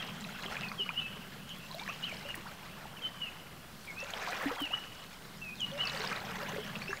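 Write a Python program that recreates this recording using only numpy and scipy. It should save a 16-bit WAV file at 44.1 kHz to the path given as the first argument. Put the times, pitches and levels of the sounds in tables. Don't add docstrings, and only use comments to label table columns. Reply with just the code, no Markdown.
import sys
import numpy as np
from scipy import signal
from scipy.fft import next_fast_len
from scipy.io import wavfile
from scipy.ndimage import uniform_filter1d

SR = 44100
rng = np.random.default_rng(int(sys.argv[2]) if len(sys.argv) > 2 else 0)


def generate_wav(signal):
    frames = np.transpose(np.atleast_2d(signal))
    scaled = np.clip(frames, -1, 1) * 32767
    pcm = np.round(scaled).astype(np.int16)
    wavfile.write(sys.argv[1], SR, pcm)


def boost_factor(decibels):
    exponent = np.asarray(decibels, float) / 20
    return 10 ** exponent


N = 308700

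# (time [s], froth level [dB], spray level [dB])
WAVELETS = [(0.0, -47, -58), (0.21, -54.5, -60.5), (0.54, -46, -54), (0.64, -48.5, -58), (0.78, -55, -60.5),
            (1.07, -54.5, -65), (1.44, -58.5, -66), (1.73, -57.5, -58), (1.89, -53, -55.5),
            (2.3, -51.5, -58.5), (2.46, -55.5, -64.5), (3.22, -54.5, -65), (3.55, -61, -74),
            (3.84, -64, -61.5), (4.05, -49.5, -58.5), (4.29, -43.5, -50.5), (4.42, -42, -51.5),
            (4.52, -45.5, -57), (4.64, -50, -56.5), (4.74, -50, -59), (4.87, -57, -62.5), (5.57, -62, -62),
            (5.81, -47, -57), (5.96, -45, -49), (6.04, -42.5, -49.5), (6.22, -45.5, -55.5),
            (6.49, -45, -54.5), (6.75, -49.5, -57), (7.0, -52.5, -60.5)]
# (time [s], level [dB])
MIST_LEVEL = [
    (0, -68),
    (4.2, -73),
    (4.42, -59),
    (4.7, -75.5),
    (6.1, -70),
    (6.45, -61),
    (6.8, -68),
    (7, -70),
]
# (frequency [Hz], level [dB])
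FROTH_COLOUR = [(300, -12), (500, -3.5), (1000, -3.5), (2000, -3), (3200, -12), (5000, -44)]
# (frequency [Hz], level [dB])
CHIRP_COLOUR = [(400, -6), (650, -6), (1000, 1.5), (1500, -7)]
# (frequency [Hz], level [dB])
SPRAY_COLOUR = [(2500, -14), (3800, -2), (5500, -5.5), (8000, -14), (11000, -26), (15000, -17.5)]
# (frequency [Hz], level [dB])
CRACKLE_COLOUR = [(1200, -6.5), (2500, 2), (4500, -6.5), (8000, -16)]
# (frequency [Hz], level [dB])
MIST_COLOUR = [(7000, -9), (10000, -12), (13500, 1), (15700, -3)]

# (time [s], peak level [dB], pitch [Hz], 60 dB decay [s])
PLOPS = [(0.267, -44, 616, 0.083), (0.456, -41, 370, 0.084), (0.795, -38.5, 391, 0.1),
         (1.165, -44, 420, 0.11), (1.746, -37, 627, 0.079), (1.889, -40, 662, 0.066),
         (2.125, -39, 627, 0.06), (2.252, -39, 562, 0.079), (2.375, -44, 332, 0.11),
         (4.027, -37, 543, 0.075), (4.135, -37, 656, 0.06), (4.395, -41, 513, 0.078),
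         (4.429, -38.5, 514, 0.1), (4.458, -26.5, 278, 0.13), (4.513, -31, 473, 0.081),
         (4.615, -31.5, 283, 0.11), (5.943, -40.5, 533, 0.12), (5.998, -36, 428, 0.15),
         (6.238, -38.5, 773, 0.065), (6.381, -39, 430, 0.13), (6.429, -36.5, 550, 0.072),
         (6.533, -36, 424, 0.11), (6.562, -32, 540, 0.054), (6.583, -31.5, 420, 0.11),
         (6.892, -34, 386, 0.12)]
# (time [s], peak level [dB], pitch [Hz])
BLIPS = [(0.291, -41, 1460), (0.443, -44, 1830), (0.555, -35, 1710), (0.716, -51, 802),
         (0.716, -37.5, 1270), (0.862, -42, 1330), (0.898, -54, 1080), (1.691, -55, 1030),
         (1.863, -40, 1860), (1.878, -32, 1770), (2.288, -41, 1730), (2.344, -33, 1860),
         (2.854, -41.5, 850), (4.201, -46, 1310), (4.273, -34, 980), (4.33, -33, 1450), (4.409, -34, 1110),
         (4.435, -31, 1720), (4.457, -37, 1780), (4.506, -35, 1280), (4.602, -34.5, 1140),
         (4.736, -32, 1254), (5.664, -45, 1140), (5.789, -43, 1000), (5.95, -49, 1400), (5.964, -35, 1780),
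         (6.115, -30, 1545), (6.462, -39, 1610), (6.906, -36, 1660), (6.93, -33.5, 1150)]
# (time [s], peak level [dB], pitch [Hz])
SNAPS = [(0.0268, -33, 2760), (0.248, -37, 2510), (0.434, -37, 2780), (0.4414, -36, 2080),
         (0.4615, -32, 3120), (0.5676, -29.5, 2400), (0.6345, -34, 2660), (0.7165, -36, 2170),
         (0.8909, -25.5, 2400), (1.794, -39, 2250), (1.8865, -43, 2580), (2.3421, -35, 2200),
         (3.8811, -40, 2230), (4.137, -30, 3130), (4.3301, -33.5, 2400), (6.129, -30.5, 2400),
         (6.755, -31, 2650), (6.8187, -34.5, 2330), (6.839, -40, 2280), (6.8817, -33, 2600),
         (6.9721, -39, 2220)]
# (time [s], peak level [dB], pitch [Hz])
TICKS = [(0.0238, -37.5, 3730), (0.2084, -46, 3860), (0.2418, -36, 3860), (0.4055, -44, 3970),
         (0.4229, -37.5, 3960), (0.6863, -37.5, 4390), (0.7203, -44, 4600), (1.4925, -47, 3630),
         (1.7135, -36.5, 4050), (1.7444, -37, 3920), (1.7968, -34.5, 3630), (1.8354, -39, 4160),
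         (2.0108, -44, 3520), (2.0403, -36, 4020), (2.2857, -48, 4590), (3.9898, -46, 4100),
         (4.0033, -37, 5530), (4.039, -42, 6800), (4.1055, -41, 4210), (4.1051, -38, 6630),
         (4.1365, -39, 3640), (4.1969, -42, 3870), (4.2931, -43, 4620), (4.3061, -39, 4020),
         (4.4852, -44, 4930), (5.6062, -36, 6700), (5.7154, -38, 3320), (5.7773, -40, 3640),
         (5.8067, -41, 3790), (5.8227, -38, 4200), (5.8541, -34.5, 5360), (5.8726, -26, 4500),
         (5.897, -30, 3900), (5.9738, -33, 4570), (6.0053, -36, 3950), (6.017, -34, 4300),
         (6.062, -36, 3640), (6.0741, -29.5, 4820), (6.1624, -35, 3860), (6.2033, -40, 4030)]
# (time [s], peak level [dB], pitch [Hz])
HIGH_TICKS = [(0.209, -41, 7300), (1.4925, -44, 6620), (3.853, -48.5, 9350), (5.9204, -46, 6120),
              (6.0043, -37, 5440), (6.2502, -44, 5830), (6.4906, -41, 6350)]
# (time [s], length [s], start pitch [Hz], end pitch [Hz], peak level [dB])
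RISERS = [(0.852, 0.034, 1037, 1950, -49), (0.89, 0.022, 870, 1650, -38.5), (1.755, 0.031, 623, 750, -45),
          (1.808, 0.026, 774, 1120, -44.5), (1.885, 0.024, 1020, 1400, -39), (1.702, 0.029, 960, 1110, -45),
          (2.453, 0.025, 783, 2100, -43), (2.471, 0.023, 770, 1580, -49), (4.277, .04, 665, 770, -41),
          (4.283, 0.021, 1020, 1510, -42), (4.47, 0.057, 651, 1410, -44.5), (4.472, .012, 1880, 3000, -49),
          (4.579, 0.024, 603, 1206, -43), (4.559, 0.038, 679, 2580, -42.5), (4.653, .035, 865, 1900, -61),
          (4.701, 0.031, 590, 1400, -43), (5.711, 0.08, 538, 610, -42.5), (6.114, 0.02, 1190, 1430, -36.5),
          (6.413, .016, 900, 1300, -44), (6.929, 0.0057, 1630, 1750, -28.5),
          (.357, 0.011, 1400, 1550, -41.5), (4.324, 0.0123, 1485, 2700, -40)]
# (time [s], peak level [dB])
BURSTS = [(0.7417, -39), (1.5833, -34), (1.7464, -30.5), (2.2857, -34), (2.3376, -43), (2.3506, -24),
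          (3.8526, -44), (4.1046, -30), (4.4353, -44), (4.4528, -31), (4.6014, -26), (4.6174, -26),
          (4.7192, -35)]

# (time [s], pitch [Hz], level [dB])
LOW_NOTES = [
    [(0.6, 2723, -69), (0.632, 2620, -39.5), (0.72, 2384, -55)],
    [(1.005, 2664, -42), (1.063, 2620, -42.5), (1.09, 2610, -52)],
    [(1.78, 2163, -51), (1.816, 2400, -52), (1.84, 2248, -48)],
    [(3.865, 2436, -53), (3.901, 2177, -41.5), (3.935, 2171, -54)],
    [(3.96, 2420, -53), (4.002, 2653, -38), (4.05, 2690, -54)],
    [(5.41, 2709, -45.5), (5.512, 2455, -46), (5.55, 2556, -49)],
    [(5.845, 2640, -35), (5.883, 2657, -42.5), (5.91, 2570, -54)],
    [(6.87, 2490, -52), (6.894, 2710, -46), (6.93, 2680, -53)],
]
# (time [s], pitch [Hz], level [dB])
HIGH_NOTES = [
    [(.775, 3340, -50), (.797, 3100, -35.5), (.813, 2936, -31), (.83, 2890, -35), (.85, 2930, -48)],
    [(.94, 2704, -54), (.965, 2820, -41), (.98, 2930, -31), (.996, 3055, -33), (1.004, 2660, -32)],
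    [(2.965, 3110, -56), (2.98, 2880, -49), (2.997, 2600, -51)],
    [(3.015, 3286, -51), (3.035, 3096, -42), (3.055, 3044, -34), (3.075, 3070, -43), (3.1, 3100, -57)],
    [(3.17, 3030, -66), (3.205, 2995, -47), (3.23, 2910, -33), (3.255, 2790, -48), (3.278, 2604, -41),
     (3.3, 2580, -50)],
    [(4.578, 3350, -52), (4.61, 3126, -42.5), (4.645, 2876, -35), (4.665, 2750, -42), (4.68, 2330, -43)],
    [(4.705, 2570, -49), (4.725, 2800, -46), (4.739, 2935, -29), (4.753, 2936, -34.5), (4.77, 2930, -52)],
    [(5.592, 3330, -55), (5.606, 3200, -39), (5.626, 2930, -34), (5.645, 2894, -31.5), (5.67, 2960, -57)],
    [(5.765, 2770, -54), (5.79, 2800, -42), (5.808, 2920, -31), (5.83, 3050, -35), (5.845, 2780, -30)],
    [(6.47, 2930, -58), (6.486, 2960, -48), (6.505, 2850, -54)],
]
# (time [s], pitch [Hz], level [dB])
SLURS = [
    [(1.878, 2000, -44), (1.893, 2550, -40), (1.91, 2700, -43), (1.94, 2770, -53)],
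    [(2.02, 2850, -50), (2.04, 2930, -35.5), (2.057, 3200, -42.5), (2.08, 2750, -39), (2.105, 2400, -47),
     (2.128, 2150, -39)],
    [(2.195, 1850, -54), (2.22, 2250, -51), (2.24, 2400, -60), (2.25, 2700, -43), (2.275, 2950, -54),
     (2.305, 2840, -42), (2.33, 2830, -53)],
]
# (time [s], pitch [Hz], level [dB])
THIN_CALLS = [
    [(.995, 3300, -49), (1.015, 3850, -53), (1.035, 3970, -60)],
    [(2.468, 5270, -58), (2.48, 4600, -56), (2.495, 4100, -60)],
    [(5.55, 4530, -60), (5.575, 3920, -58), (5.595, 3450, -58)],
    [(5.33, 4300, -60), (5.39, 3000, -64)],
    [(6.63, 4900, -66), (6.655, 5600, -61), (6.68, 6450, -60)],
    [(6.812, 3970, -49), (6.828, 4480, -52), (6.86, 4650, -60), (6.878, 5000, -56), (6.905, 5700, -53),
     (6.935, 7000, -62), (6.995, 6900, -58)],
]
# (time [s], level [dB])
CHORUS_LEVEL = [(0, -52), (.25, -57.5), (.45, -50.5), (.7, -59), (1.35, -59.5), (1.5, -53.5), (1.68, -56),
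                (2.0, -56), (2.4, -59.5), (2.9, -60), (3.6, -67), (4.7, -64), (5.0, -55), (5.3, -73),
                (6.4, -62), (6.6, -48.5), (6.8, -59), (7, -76)]
# (time [s], level [dB])
DRONE_LEVEL = [
    (0.0, -48),
    (0.68, -50.5),
    (4.21, -59),
    (4.48, -55),
    (4.5, -61.5),
    (5.09, -61),
    (5.69, -50),
    (6.82, -48),
    (7.0, -57),
]
# (frequency [Hz], density [dB per Hz])
AIR_COLOUR = [(12, -39), (20, -12), (27, -7), (149, -5), (307, -10.5), (394, -10), (429, -12.5), (688, -12),
              (791, -15.5), (1310, -13.5), (1460, -13.5), (2620, -22.5), (4330, -19.5), (6220, -25.5),
              (15600, -28)]


def evened(x):
    return x / np.sqrt(np.mean(x ** 2) + 1e-20)


def curve(rows, column):
    rows = np.array(rows)
    return np.interp(np.arange(N) / SR, rows[:, 0], rows[:, column])


def read(colour, hz):
    f, value = np.transpose(colour)
    return np.interp(np.log(hz + 1), np.log(f + 1), value)


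def add(mix, s, sound):
    part = mix[round(s * SR):][:len(sound)]
    part += sound[:len(part)]


def hiss(colour, patchy_db):
    hz = np.fft.rfftfreq(1024, 1 / SR)
    a, b, patches = rng.standard_normal((N // 256 + 5, 513, 3)).T
    patches = uniform_filter1d(patches, size=10, axis=0)
    patches = evened(uniform_filter1d(patches, size=12, axis=1))
    level_db = read(colour, hz)[:, None] + patchy_db * patches
    z = (a + 1j * b) * boost_factor(level_db)
    return evened(signal.istft(z, nperseg=1024, noverlap=768)[1][:N])


def flutter(hz):
    z = rng.standard_normal(N) + 1j * rng.standard_normal(N)
    r = np.exp(-2 * np.pi * hz / SR)
    z = signal.lfilter([1], [1, -2 * r, r * r], z)
    return z / np.sqrt(np.mean(abs(z) ** 2))


def bubble(hz, t60, climb, swell=0.34):
    t = np.arange(round(t60 * SR) + 8) / SR
    turns = hz * (t + climb * t ** 2 / (2 * t60))
    rise = np.sin(np.pi / 2 * np.minimum(t * hz / swell, 1)) ** 2
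    return np.sin(2 * np.pi * turns) * boost_factor(-60 * t / t60) * rise


def swarm(colour, per_s, cycles, spread_db, climb, swell, count=26):
    loudness = boost_factor(spread_db * np.minimum(rng.exponential(1, N), 3.0))
    hits = loudness * (rng.random(N) < per_s / SR)
    kind, out = rng.integers(0, count, N), np.zeros(N)
    ring, lift = rng.uniform(0.615, 2.15, (2, count))
    for k, hz in enumerate(np.geomspace(colour[0][0], colour[-1][0], count)):
        grain = bubble(hz, cycles * ring[k] / hz, climb * lift[k], swell * ring[k])
        grain = grain / np.linalg.norm(grain) * np.sqrt(hz) * boost_factor(read(colour, hz))
        out += signal.oaconvolve(hits * (kind == k), grain)[:N]
    return evened(out)


def wavelets():
    clumps = boost_factor(2.48 * flutter(28.4).real)
    froth = swarm(FROTH_COLOUR, 1700, 29, 3.0, 0.371, 1.87)
    froth += 0.45 * swarm(CHIRP_COLOUR, 110, 59.6, 3.9, 1.1, 6.0, count=12)
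    froth += 0.49 * hiss(FROTH_COLOUR, 2.5)
    spray = swarm(SPRAY_COLOUR, 1300, 26, 4.1, 0.12, 5.2, count=18)
    spray += 0.85 * hiss(SPRAY_COLOUR, 1.5)
    spray += 0.9 * swarm(CRACKLE_COLOUR, 120, 4.4, 5.5, 0.1, 1.0, count=7)
    mist = 0.67 * swarm(MIST_COLOUR, 900, 18, 5.0, 0.05, 6.0, count=5) + hiss(MIST_COLOUR, 1.8)
    foam = boost_factor(curve(WAVELETS, 1) + 0.4) * froth + boost_factor(curve(WAVELETS, 2) - 2.13) * spray
    return clumps * foam + boost_factor(curve(MIST_LEVEL, 1)) * mist


def ringing_bubbles():
    out = np.zeros(N)
    for s, db, hz, t60 in PLOPS:
        add(out, s, boost_factor(db) * bubble(hz, np.clip(t60, 0.01, 0.4), 0.12))
    # bubbles, ring [cycles], lift [dB], swell [cycles]
    kinds = ((BLIPS, 30, 6, 1.2), (SNAPS, 28, 8, 2.5), (TICKS, 28, 12, 5.0), (HIGH_TICKS, 36, 12, 7.0))
    for rows, cycles, lift_db, swell in kinds:
        for s, db, hz in rows:
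            add(out, s, boost_factor(db + lift_db) * bubble(hz, cycles / hz, 0.036, swell))
    return out


def rising_bubbles():
    out = np.zeros(N)
    for s, length, from_hz, to_hz, db in RISERS:
        u = np.linspace(0, 1, round(length * SR))
        pitch = from_hz * (to_hz / from_hz) ** (u ** 1.276)
        tone = np.sin(2 * np.pi * np.cumsum(pitch) / SR)
        add(out, s, boost_factor(db) * tone * signal.windows.tukey(len(u), 0.4))
    return out


def bursting_films():
    out = np.zeros(N)
    puffs = np.diff(rng.standard_normal((len(BURSTS), 401)), axis=1)
    for (s, db), puff in zip(BURSTS, puffs):
        length = round(np.clip(11 * (db + 54.5), 40, 400))
        shape = np.hanning(length) * np.linspace(0.4, 1, length)
        add(out, s, boost_factor(db - 15.5) * puff[:length] * shape)
    return out


def birds(notes):
    out = np.zeros(N)
    for rows in notes:
        s, hz, db = np.transpose(rows)
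        t = np.arange(s[0], s[-1], 1 / SR)
        pitch = uniform_filter1d(np.interp(t, s, hz), size=300)
        tone = np.sqrt(2) * np.sin(2 * np.pi * np.cumsum(pitch) / SR)
        add(out, s[0], tone * boost_factor(np.interp(t, s, db)) * signal.windows.tukey(len(t), 0.15))
    return out


def blurred(x, share, hz):
    share = np.clip(share, 0, 1)
    waver = np.sqrt(1 - share) + np.sqrt(share) * flutter(hz)
    return (signal.hilbert(x, next_fast_len(N))[:N] * waver).real


def echoes(x, t60, gap_s):
    taps = np.zeros(SR)
    at = np.arange(0, SR - 20, 20) + rng.integers(0, 20, (SR - 1) // 20)
    taps[at] = rng.choice([-1., 1.], len(at))
    t = np.arange(SR) / SR
    taps *= boost_factor(-60 * t / t60) * np.clip(t / gap_s, 0, 1)
    return signal.fftconvolve(x, taps / np.linalg.norm(taps))[:N]


def chorus():
    band = [(2200, -43), (2600, -3.5), (3000, -5), (3400, -8.5), (3900, -81)]
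    return boost_factor(curve(CHORUS_LEVEL, 1)) * hiss(band, 4.8)


def drone():
    band = [(70, -18), (120, -6.5), (170, 7), (225, 1.5), (300, -34), (500, -74)]
    return boost_factor(curve(DRONE_LEVEL, 1)) * hiss(band, 0.8)


def air():
    return boost_factor(-53) * hiss(AIR_COLOUR, 0.84)


def scene():
    drops = ringing_bubbles() + rising_bubbles() + bursting_films()
    water = wavelets() + drops + boost_factor(-10) * echoes(drops, 0.068, 0.0045)
    near = blurred(birds(LOW_NOTES + HIGH_NOTES), 0.16, 102)
    far = blurred(birds(SLURS + THIN_CALLS), 0.5, 140)
    song = near + far
    wood = blurred(echoes(song, 1.35, 0.011), 0.24, 120)
    trunks = echoes(song, 0.18, 0.0052)
    song = song + boost_factor(-11.5) * (wood + trunks)
    return (water + song + chorus() + drone() + air())[None]


def band_limit(x):
    return signal.sosfilt(signal.butter(12, 15740, fs=SR, output="sos"), x)


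def record(dry):
    edge_hz, offset = 15760, 0.001
    lowpass = signal.firwin(801, edge_hz, window=("kaiser", 9), fs=SR)
    limited = signal.oaconvolve(dry, lowpass[None], "same")
    return band_limit(limited + offset)


dry = scene()
out = record(dry)
generate_wav(out)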